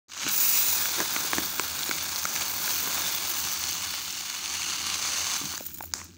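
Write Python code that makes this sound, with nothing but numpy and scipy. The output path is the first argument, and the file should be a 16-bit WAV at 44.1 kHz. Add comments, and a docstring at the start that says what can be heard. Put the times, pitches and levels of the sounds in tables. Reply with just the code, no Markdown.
"""Dry rice pours from a plastic packet into a metal pan, heard from close by.
The first grains ring the bare bottom; then the stream hisses on its own heap, grain jostling grain,
while the pan drums and stray grains strike its wall. The packet's film buckles and crinkles as it
empties, and crackles once more as it is tipped back. A low hum fills the small room."""
import sys
import numpy as np
from scipy import signal
from scipy.fft import rfft, irfft
from scipy.io import wavfile

SR = 44100
rng = np.random.default_rng(int(sys.argv[2]) if len(sys.argv) > 2 else 0)


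def pcm_store(signal):
    """Save signal as 16-bit PCM."""
    levels = np.round(np.clip(np.atleast_2d(signal), -1, 1) * 32767)
    wavfile.write(sys.argv[1], SR, levels.astype(np.int16).T)


N = 272097
TIME = np.arange(N) / SR
LANDING_S, STOP_S = 0.3, 5.92   # the stream reaches the pan; the last grains leave the packet


def from_db(db):
    """Decibels to gain."""
    return 10 ** (np.asarray(db) / 20)


def rms_one(x):
    """Scale to rms 1."""
    return x / np.sqrt(np.mean(x ** 2) + 1e-20)


def since(s):
    """Seconds since a moment; 0 before it."""
    return np.maximum(TIME - s, 0)


def gain_curve(rows):
    """Rows of (s, dB) to a gain per sample."""
    s, db = np.transpose(rows)
    return from_db(np.interp(TIME, s, db))


def swells(rows, half_s):
    """Rows of (s, dB) to a gain with a smooth bump or dip at each moment."""
    return from_db(sum(db * np.exp(-((TIME - s) / half_s) ** 2) for s, db in rows))


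def drift(rate_hz):
    """Slow random wander, rms 1."""
    r = np.exp(-2 * np.pi * rate_hz / SR)
    return rms_one(signal.lfilter([1], [1, -2 * r, r * r], rng.standard_normal(N + SR))[SR:])


def resonator(hz, width_hz):
    """Coefficients of a two-pole resonance, peak gain 1."""
    r = np.exp(-np.pi * width_hz / SR)
    return np.array([1, 0, -1]) * (1 - r * r) / 2, [1, -2 * r * np.cos(2 * np.pi * hz / SR), r * r]


def resonate(x, hz, width_hz):
    """Pass through one resonance."""
    return signal.lfilter(*resonator(hz, width_hz), x + 1e-18)


def ring_modes(x, modes):
    """Sum of parallel resonances."""
    return sum(from_db(db) * resonate(x, hz, width_hz) for hz, width_hz, db in modes)


def colour(x, points, size=4096):
    """Minimum-phase filter through (Hz, dB) points."""
    hz, db = np.transpose(points)
    bins = np.maximum(np.arange(size // 2 + 1) * SR / size, 1)
    cepstrum = irfft(np.log(from_db(np.interp(np.log(bins), np.log(hz), db))))
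    cepstrum[1:size // 2] *= 2
    cepstrum[size // 2 + 1:] = 0
    return signal.fftconvolve(x, irfft(np.exp(rfft(cepstrum))))[:len(x)]


def burst(t60_s, size=2048):
    """Decaying noise burst, energy 1."""
    x = rng.standard_normal(size) * from_db(-60 * TIME[:size] / t60_s)
    return x / np.linalg.norm(x)


def impacts(per_s, spread_db):
    """Impulses of random time, size and sign, rms 1."""
    sizes = from_db(spread_db * np.minimum(rng.exponential(1, N), 3)) * rng.choice([-1, 1], N)
    return rms_one(sizes * (rng.random(N) < per_s / SR))


def add(out, s, sound, peak_db):
    """Mix in a sound at a given time and peak."""
    part = out[round(s * SR):][:len(sound)]
    part += from_db(peak_db) * sound[:len(part)] / np.max(np.abs(sound))


# Background spectrum. Each row: frequency in Hz, gain in dB.
ROOM_COLOUR = [(25, -34), (55, -4.5), (85, -1.5), (120, -6), (180, -1.5), (330, -2), (460, -28.5),
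               (1500, -25), (8000, -37)]
# Each row: multiple of the hum's pitch, level in dB re the fundamental.
HUM_HARMONICS = [(1, 0), (2, -6.5), (3, -8), (4, -4.5)]
# Wavering of hum and background. Each row: time in seconds, gain in dB.
ROOM_SWELL = [(.08, -11), (.8, 2.5), (3.7, 4), (4.3, -2.5), (4.7, 3), (6.17, 3)]

def room_tone(hum_hz=83.3, width_hz=14.6, hum_db=-59, background_db=-61):
    """A wavering low hum over a dull background."""
    out = from_db(background_db) * rms_one(colour(rng.standard_normal(N), ROOM_COLOUR))
    for k, db in HUM_HARMONICS:
        line = resonate(rng.standard_normal(N), k * hum_hz, k * width_hz)
        out += from_db(hum_db + db) * rms_one(resonate(line, k * hum_hz, k * width_hz))
    return out * gain_curve(ROOM_SWELL)


# Strength of the stream. Each row: time in seconds, relative level in dB.
FLOW = [(0.09, -53), (0.13, -41), (0.25, -31.5), (0.9, -31.5), (1.38, -31.5), (1.54, -35.0), (1.8, -32.5),
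        (2.6, -33.5), (3.0, -29), (3.45, -32.5), (3.57, -33), (3.75, -32.5), (4.25, -36.0), (5.05, -30.5),
        (5.33, -30.5), (5.55, -37.5), (5.7, -54.5), (6.17, -57.5)]
# Clumps dropping onto the heap. Each row: time in seconds, boost in dB.
CLUMPS = [(2.317, 0.5), (2.372, 3), (2.42, 6.5), (2.665, 0), (2.725, 1), (3.45, 4.5), (3.7, 1), (4.7, 3.5)]

def flow():
    """The flow follows the packet's tilt, with one brief dip and a few clumps."""
    dip = swells([(1.9, -4)], half_s=0.016)
    return gain_curve(FLOW) * dip * swells(CLUMPS, half_s=0.016)


def depth(shallow=0.23, grows_from_s=2.87, growth_per_s=0.57):
    """Rice depth under the moving grains, 0-1: first the full packet, then the growing heap."""
    heap = np.clip(shallow + growth_per_s * since(grows_from_s), 0, 1)
    return np.where(TIME < LANDING_S, 1, heap)


def rice_hiss(layers=8, trickle_share=0.02, gain_db=0.39, handover_s=0.062, emptied_s=5.55):
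    """Grains jostle grains: in the packet, then on the heap, then in the packet as the stream thins."""
    strength = flow()
    per_s = 1000 * (trickle_share + (strength / strength.max()) ** 1.2)
    jostle = sum(signal.fftconvolve(impacts(per_s, spread_db=2.5), burst(t60_s=0.0051))[:N]
                 for _ in range(layers))
    flicker = from_db(1.08 * drift(60) + 0.5 * drift(16))
    jostle = jostle * flicker / np.sqrt(per_s)
    landed = np.minimum(since(LANDING_S) / handover_s, 1) - np.minimum(since(emptied_s) / handover_s, 1)
    return from_db(gain_db) * strength * (landed * on_heap(jostle) + (1 - landed) * in_packet(jostle))


# Air resonances of the open packet. Each row: frequency in Hz, width in Hz, gain in dB.
PACKET_MODES = [(1500, 460, 6.5), (2320, 200, 7), (2870, 560, 7.5), (3400, 180, 0), (3870, 360, 2.5),
                (4670, 270, 1), (5480, 160, -20), (6000, 210, -8)]
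# Spectrum of rice sliding in the packet. Each row: frequency in Hz, gain in dB.
PACKET_COLOUR = [(150, -29), (450, -12), (660, -6), (900, 1), (1900, -3), (4000, -3), (5100, 1.5),
                 (6600, 10), (7900, -3), (9600, -11), (11600, -15), (16000, -20)]

def in_packet(jostle):
    """Sliding rice rings the air in the packet."""
    return rms_one(colour(jostle + ring_modes(jostle, PACKET_MODES), PACKET_COLOUR))


# Buckles of the packet wall. Each row: start in seconds, panel pitch in Hz, its peak in dB,
# overtone in Hz, its peak in dB, thump peak in dB, crack peak in dB.
POPS = [(0.169, 1140, -31, 1600, -36, -55, -39), (0.265, 1460, -25, 2880, -23, -31.5, -23),
        (0.8562, 1600, -20.5, 2180, -26, -43, -22), (1.003, 1000, -18.5, 1670, -21, -27, -13),
        (1.009, 1060, -23, 1590, -22, -31, -34), (1.1634, 1360, -16.5, 2130, -18, -28.5, -22),
        (1.248, 1090, -27, 1500, -33, -32, -35), (1.3326, 1160, -16.5, 1620, -13, -25.5, -18),
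        (1.383, 1100, -21.5, 1690, -21, -20, -14.5), (1.5962, 1060, -12.5, 2260, -14.5, -25, -10.5),
        (1.8927, 1670, -24, 4120, -16, -26, -20), (1.912, 1450, -15, 2180, -18, -35.5, -14.5),
        (2.2534, 1350, -16, 2200, -21, -46, -12.5), (2.362, 1690, -28, 2500, -20, -54, -20),
        (2.410, 1190, -33, 2300, -27, -34, -18), (2.678, 1540, -20, 2300, -22, -38, -22),
        (2.874, 1140, -22, 1650, -29, -32, -35), (3.940, 1000, -32, 1800, -30, -53, -28),
        (5.050, 1230, -24.5, 2400, -24, -49, -26), (5.414, 1100, -35, 1650, -36, -35, -34.5),
        (5.538, 1050, -27, 1500, -42, -38, -39), (5.578, 1550, -27, 1990, -41, -44.5, -18),
        (5.607, 580, -29.5, 1190, -43.5, -37, -29), (5.807, 840, -26, 1560, -26.5, -40, -43),
        (5.838, 790, -33, 1470, -33, -45, -44), (5.9371, 840, -39, 1670, -38, -52, -10),
        (5.991, 1200, -39, 2300, -36, -55, -40), (6.001, 1000, -37, 1800, -35, -52, -41),
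        (6.015, 1090, -32, 2000, -30, -43, -38)]
# Spectrum of a cracking crease. Each row: frequency in Hz, gain in dB.
CREASE_COLOUR = [(300, -13.5), (1500, -4.5), (3000, -15), (5000, -3.5), (6650, 2), (7500, -2), (9000, -13),
                 (12000, -23), (16000, -25)]

def packet_pops(panel_t60_s=0.01, overtone_t60_s=0.008, thump_t60_s=0.02, thump_centre_hz=351):
    """A film panel snaps through: two short rings, a thump of the filled packet, a crack at the crease."""
    out, t = np.zeros(N), TIME[:2048]
    for s, panel_hz, panel_db, overtone_hz, overtone_db, thump_db, crack_db in POPS:
        rings = (panel_hz, panel_t60_s, panel_db), (overtone_hz, overtone_t60_s, overtone_db)
        for hz, t60_s, peak_db in rings:
            snap = rms_one(np.sin(2 * np.pi * hz * t) * from_db(-60 * t / t60_s))
            flutter = rms_one(resonate(burst(t60_s), hz, hz * 0.8))
            add(out, s, resonate(snap + 0.69 * flutter, hz, hz * 1.2), peak_db)
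        thump_hz = thump_centre_hz * (1 + 0.17 * rng.uniform(-0.81, 1))
        attack = 1 - np.exp(-t / 0.00033)   # inertia of the heavy packet
        thump = np.sin(2 * np.pi * thump_hz * t) * attack * from_db(-60 * t / thump_t60_s)
        add(out, s, resonate(thump, hz=240, width_hz=460), thump_db)
        add(out, s, colour(burst(t60_s=0.0063), CREASE_COLOUR), crack_db)
    return out


# Each row: start in seconds, peak in dB, lower band edge in Hz.
CRINKLES = [(0.197, -26, 3500), (0.2326, -17, 1500), (1.7908, -20, 4000), (1.833, -15, 3000),
            (1.9839, -15, 1520), (2.01, -18, 3000), (2.0916, -19, 4000), (2.16, -15, 2500),
            (2.2413, -18, 4000), (2.6598, -22, 1800), (2.748, -21, 3000), (3.4021, -16, 3500),
            (3.6385, -13.5, 3000), (3.686, -23, 2500), (3.7297, -16, 3000), (3.8197, -27, 2200),
            (4.0572, -21, 3520), (4.106, -18.5, 4000), (4.1265, -20, 3500), (4.1885, -20, 3000),
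            (4.4589, -16, 2200), (4.5396, -15, 2000), (4.6198, -18, 1800), (4.942, -17, 2200)]

def packet_rustle(top_hz=7600, tip_back_s=5.94, run_db=-41, hold_s=0.061, fade_db_per_s=169.5):
    """Creases give way singly while pouring, and in a dense run as the packet is tipped back."""
    out = np.zeros(N)
    for s, peak_db, low_hz in CRINKLES:
        band = signal.butter(3, [low_hz, top_hz], "band", fs=SR, output="sos")
        add(out, s, signal.sosfilt(band, burst(t60_s=0.0053)), peak_db)
    creases = colour(impacts(per_s=3000, spread_db=-2.5), CREASE_COLOUR)
    run = (TIME > tip_back_s) * from_db(run_db - fade_db_per_s * since(tip_back_s + hold_s))
    return out + run * rms_one(creases)


# Each row: centre in seconds, level in dB, pitch in Hz, half length in seconds.
RUMBLES = [(0.275, -40.5, 180, 0.027), (1.008, -34.5, 327, 0.023), (1.397, -42.5, 267, 0.069),
           (4.895, -54, 184, 0.054), (5.124, -53.5, 494, 0.24), (5.447, -43, 175, 0.032),
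           (5.953, -47, 240, 0.023)]

def rumbles():
    """Short dull low rumbles, and one longer faint low-mid swell near 5.1 s."""
    out = np.zeros(N)
    for s, db, hz, half_s in RUMBLES:
        rumble = resonate(resonate(rng.standard_normal(N), hz, hz * 0.83), hz, hz * 0.83)
        out += from_db(db) * np.exp(-((TIME - s) / half_s) ** 2) * rms_one(rumble)
    return out


# Metal modes of the pan's bottom and wall. Each row: frequency in Hz, width in Hz, gain in dB.
BOTTOM_MODES = [(2500, 260, -10), (3930, 55, -4), (4870, 55, -4), (5280, 160, -8), (5870, 50, 1),
                (6320, 160, -4), (6960, 55, 4), (7520, 70, -10), (7770, 80, -5), (8110, 60, -12),
                (8550, 90, -10), (8820, 60, -10), (9040, 45, -1), (9400, 100, -15), (9840, 70, -10),
                (10100, 70, -10), (10610, 80, -5), (11970, 170, -8), (12590, 60, -8), (13030, 130, -7),
                (13470, 80, -8), (14130, 60, -10), (14580, 70, -11), (14900, 140, -13), (15100, 130, -9),
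                (15550, 130, -7)]
WALL_MODES = [(7010, 110, 6.5), (11140, 140, -12), (11700, 120, -3.5), (12900, 80, 1), (12600, 50, -13),
              (13000, 97, -3), (13240, 99, 1), (13900, 70, -7), (14450, 90, -26), (14650, 126, 2),
              (15600, 170, -15), (15350, 200, -7), (15900, 210, 7), (15800, 250, -20)]
# Single grains, first on the bottom, last on the wall. Each row: start in seconds, peak in dB.
FIRST_GRAINS = [(0.2835, -24), (0.2868, -22), (0.2945, -32), (0.3005, -36), (0.3115, -30), (0.3155, -20)]
LAST_GRAINS = [(5.653, -30.5), (5.6624, -27), (5.6694, -36), (5.743, -30), (5.7733, -33.5), (5.7843, -28),
               (5.8246, -29.5), (5.8405, -31), (5.8554, -36), (6.0422, -39)]

def lone_grains():
    """A lone grain skitters briefly on the metal and rings it."""
    out = np.zeros(N)
    for grains, modes in (FIRST_GRAINS, BOTTOM_MODES), (LAST_GRAINS, WALL_MODES):
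        for s, peak_db in grains:
            skitter = burst(t60_s=0.027)
            contact = from_db(-5) * resonate(skitter, hz=8100, width_hz=7000)
            add(out, s, ring_modes(skitter, modes) + contact, peak_db)
    return out


# Air resonances of the pan. Each row: shallow frequency in Hz, deep frequency in Hz, width in Hz,
# shallow gain in dB, deep gain in dB.
PAN_AIR_MODES = [(1076, 1140, 213, -3, 3), (1410, 1450, 350, 2.5, 0.5), (1600, 1800, 164, 3.5, -8),
                 (2230, 2220, 370, 2.5, 3.5), (2850, 2910, 280, -2, 7.5), (3360, 3470, 190, 3.5, -2),
                 (3660, 3940, 360, 1.5, -11), (4450, 4360, 340, -4.5, -1), (4660, 4600, 300, -4, 1),
                 (5700, 5500, 680, -2.5, -7.5), (6320, 6170, 560, 2.5, 4.5)]
# Spectra of the shallow and the deep heap. Each row: frequency in Hz, gain in dB.
SHALLOW_COLOUR = [(150, -23.5), (450, -5.5), (660, -1.5), (820, 2), (1900, -4), (4000, -2), (5100, 1.5),
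                  (6900, 2), (7900, -4), (9600, -2), (11600, -12.5), (16000, -40)]
DEEP_COLOUR = [(150, -34), (450, -19), (660, -8.5), (790, -1.2), (1900, -3.5), (4000, -0.6), (5100, 1.4),
               (6900, 2), (7900, -4.5), (9600, -4.5), (11600, -12.5), (16000, -21)]

def on_heap(jostle, wander_hz=2.44, wander_db=2.5, wander_share=0.013, block=1024):
    """The air in the pan rings; its modes glide as the heap grows and wander with the landing spot."""
    ringing, fill = jostle.copy(), depth()
    for shallow_hz, deep_hz, width_hz, shallow_db, deep_db in PAN_AIR_MODES:
        hz = (shallow_hz + fill * (deep_hz - shallow_hz)) * (1 + wander_share * drift(wander_hz))
        db = shallow_db + fill * (deep_db - shallow_db) + wander_db * drift(wander_hz)
        drive, state = jostle * from_db(db), np.zeros(2)
        for i in range(0, N, block):
            ring, state = signal.lfilter(*resonator(hz[i], width_hz), drive[i:i + block], zi=state)
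            ringing[i:i + block] += ring
    shallow = rms_one(colour(ringing, SHALLOW_COLOUR))
    deep = rms_one(colour(ringing, DEEP_COLOUR))
    return (1 - fill) * shallow + fill * deep


def grains_on_metal(modes, per_s, contact_db, onset_db=-15, build_up_s=0.078):
    """A rain of grains builds up; each ticks and rings the modes by amounts set by where it lands."""
    hits = impacts(per_s, spread_db=4) * from_db(0.59 * drift(60))
    struck = np.flatnonzero(hits)
    rings = np.zeros(N)
    for hz, width_hz, db in modes:
        drive = np.zeros(N)
        drive[struck] = hits[struck] * rng.standard_normal(len(struck))
        rings += from_db(db) * resonate(drive, hz, width_hz)
    ticks = resonate(hits, hz=6600, width_hz=7000)
    pouring = (TIME > LANDING_S) * (TIME < STOP_S)
    build_up = from_db(onset_db * np.exp(-since(LANDING_S) / build_up_s))
    return pouring * build_up * (rms_one(rings) + from_db(contact_db) * rms_one(ticks))


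def pan_bottom(gain_db=-22.5, damping_db_per_s=20, covered_s=0.847, closing_s=0.063, cover_db=8.5):
    """The bottom's ring is damped as rice spreads, then drops as the heap covers the landing spot."""
    loss_db = damping_db_per_s * since(LANDING_S) + cover_db * np.minimum(since(covered_s) / closing_s, 1)
    return from_db(gain_db - loss_db) * grains_on_metal(BOTTOM_MODES, per_s=6000, contact_db=-9)


# Stray grains on the wall. Each row: time in seconds, relative level in dB.
STRAYS = [(0.9, -32.5), (1.45, -30.5), (1.65, -32), (2.35, -33), (2.65, -27.5), (3.45, -32.5), (3.8, -35.5),
          (4.4, -43), (4.95, -44.5), (5.6, -38), (5.85, -43), (5.92, -50)]
# Sprays bouncing off the heap onto the wall. Each row: time in seconds, boost in dB.
SPRAYS = [(1.44, 5), (2.635, 0), (2.82, -1), (2.95, 3), (3.075, 4), (3.3, 7), (3.4, 6), (3.53, 6)]

def pan_wall(gain_db=-12.5):
    """Stray grains strike the wall, which still rings once the bottom is buried."""
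    level = from_db(gain_db) * gain_curve(STRAYS) * swells(SPRAYS, half_s=0.013)
    return level * grains_on_metal(WALL_MODES, per_s=2200, contact_db=-0.5)


# Drumming as the packet is raised and lowered. Each row: time in seconds, gain in dB.
DRUMMING = [(0.3, 3), (0.85, -3), (1.2, 2), (2.9, 0.5), (3.6, -1.5), (4.2, -0.5), (4.7, 1), (5.5, -3)]

def pan_drumming(band_hz=(115, 410), gain_db=-21, cushion_db=4):
    """The whole pan drums on its cloth under the stream; the heap cushions it."""
    body = signal.butter(4, band_hz, "band", fs=SR, output="sos")
    thuds = rms_one(signal.sosfilt(body, impacts(per_s=700, spread_db=4.5)))
    return flow() * gain_curve(DRUMMING) * from_db(gain_db - cushion_db * depth()) * thuds


def scene():
    """Rice, pan and packet, with the faint tail and hum of a small room."""
    near = lone_grains() + rice_hiss() + pan_bottom() + pan_wall() + pan_drumming()
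    near += packet_pops() + packet_rustle() + rumbles()
    tail = from_db(-20) * signal.fftconvolve(near, burst(t60_s=0.25, size=16384))[:N]
    return (near + tail + room_tone())[None]


# Microphone response: flat, with a bright resonance near 15 kHz. Each row: frequency in Hz, gain in dB.
MICROPHONE = [(25, -1), (70, 0.5), (13900, 0), (14500, 16), (15700, 12.5)]
OPEN_S, CUTOFF_HZ = 0.083, 15720

def record(dry):
    """The microphone opens after a moment; its port resonates; the top is cut."""
    heard = colour(dry[0] * (TIME > OPEN_S), MICROPHONE)[None]
    return signal.sosfilt(signal.ellip(12, .2, 70, CUTOFF_HZ, fs=SR, output="sos"), heard)


dry = scene()
out = record(dry)
pcm_store(out)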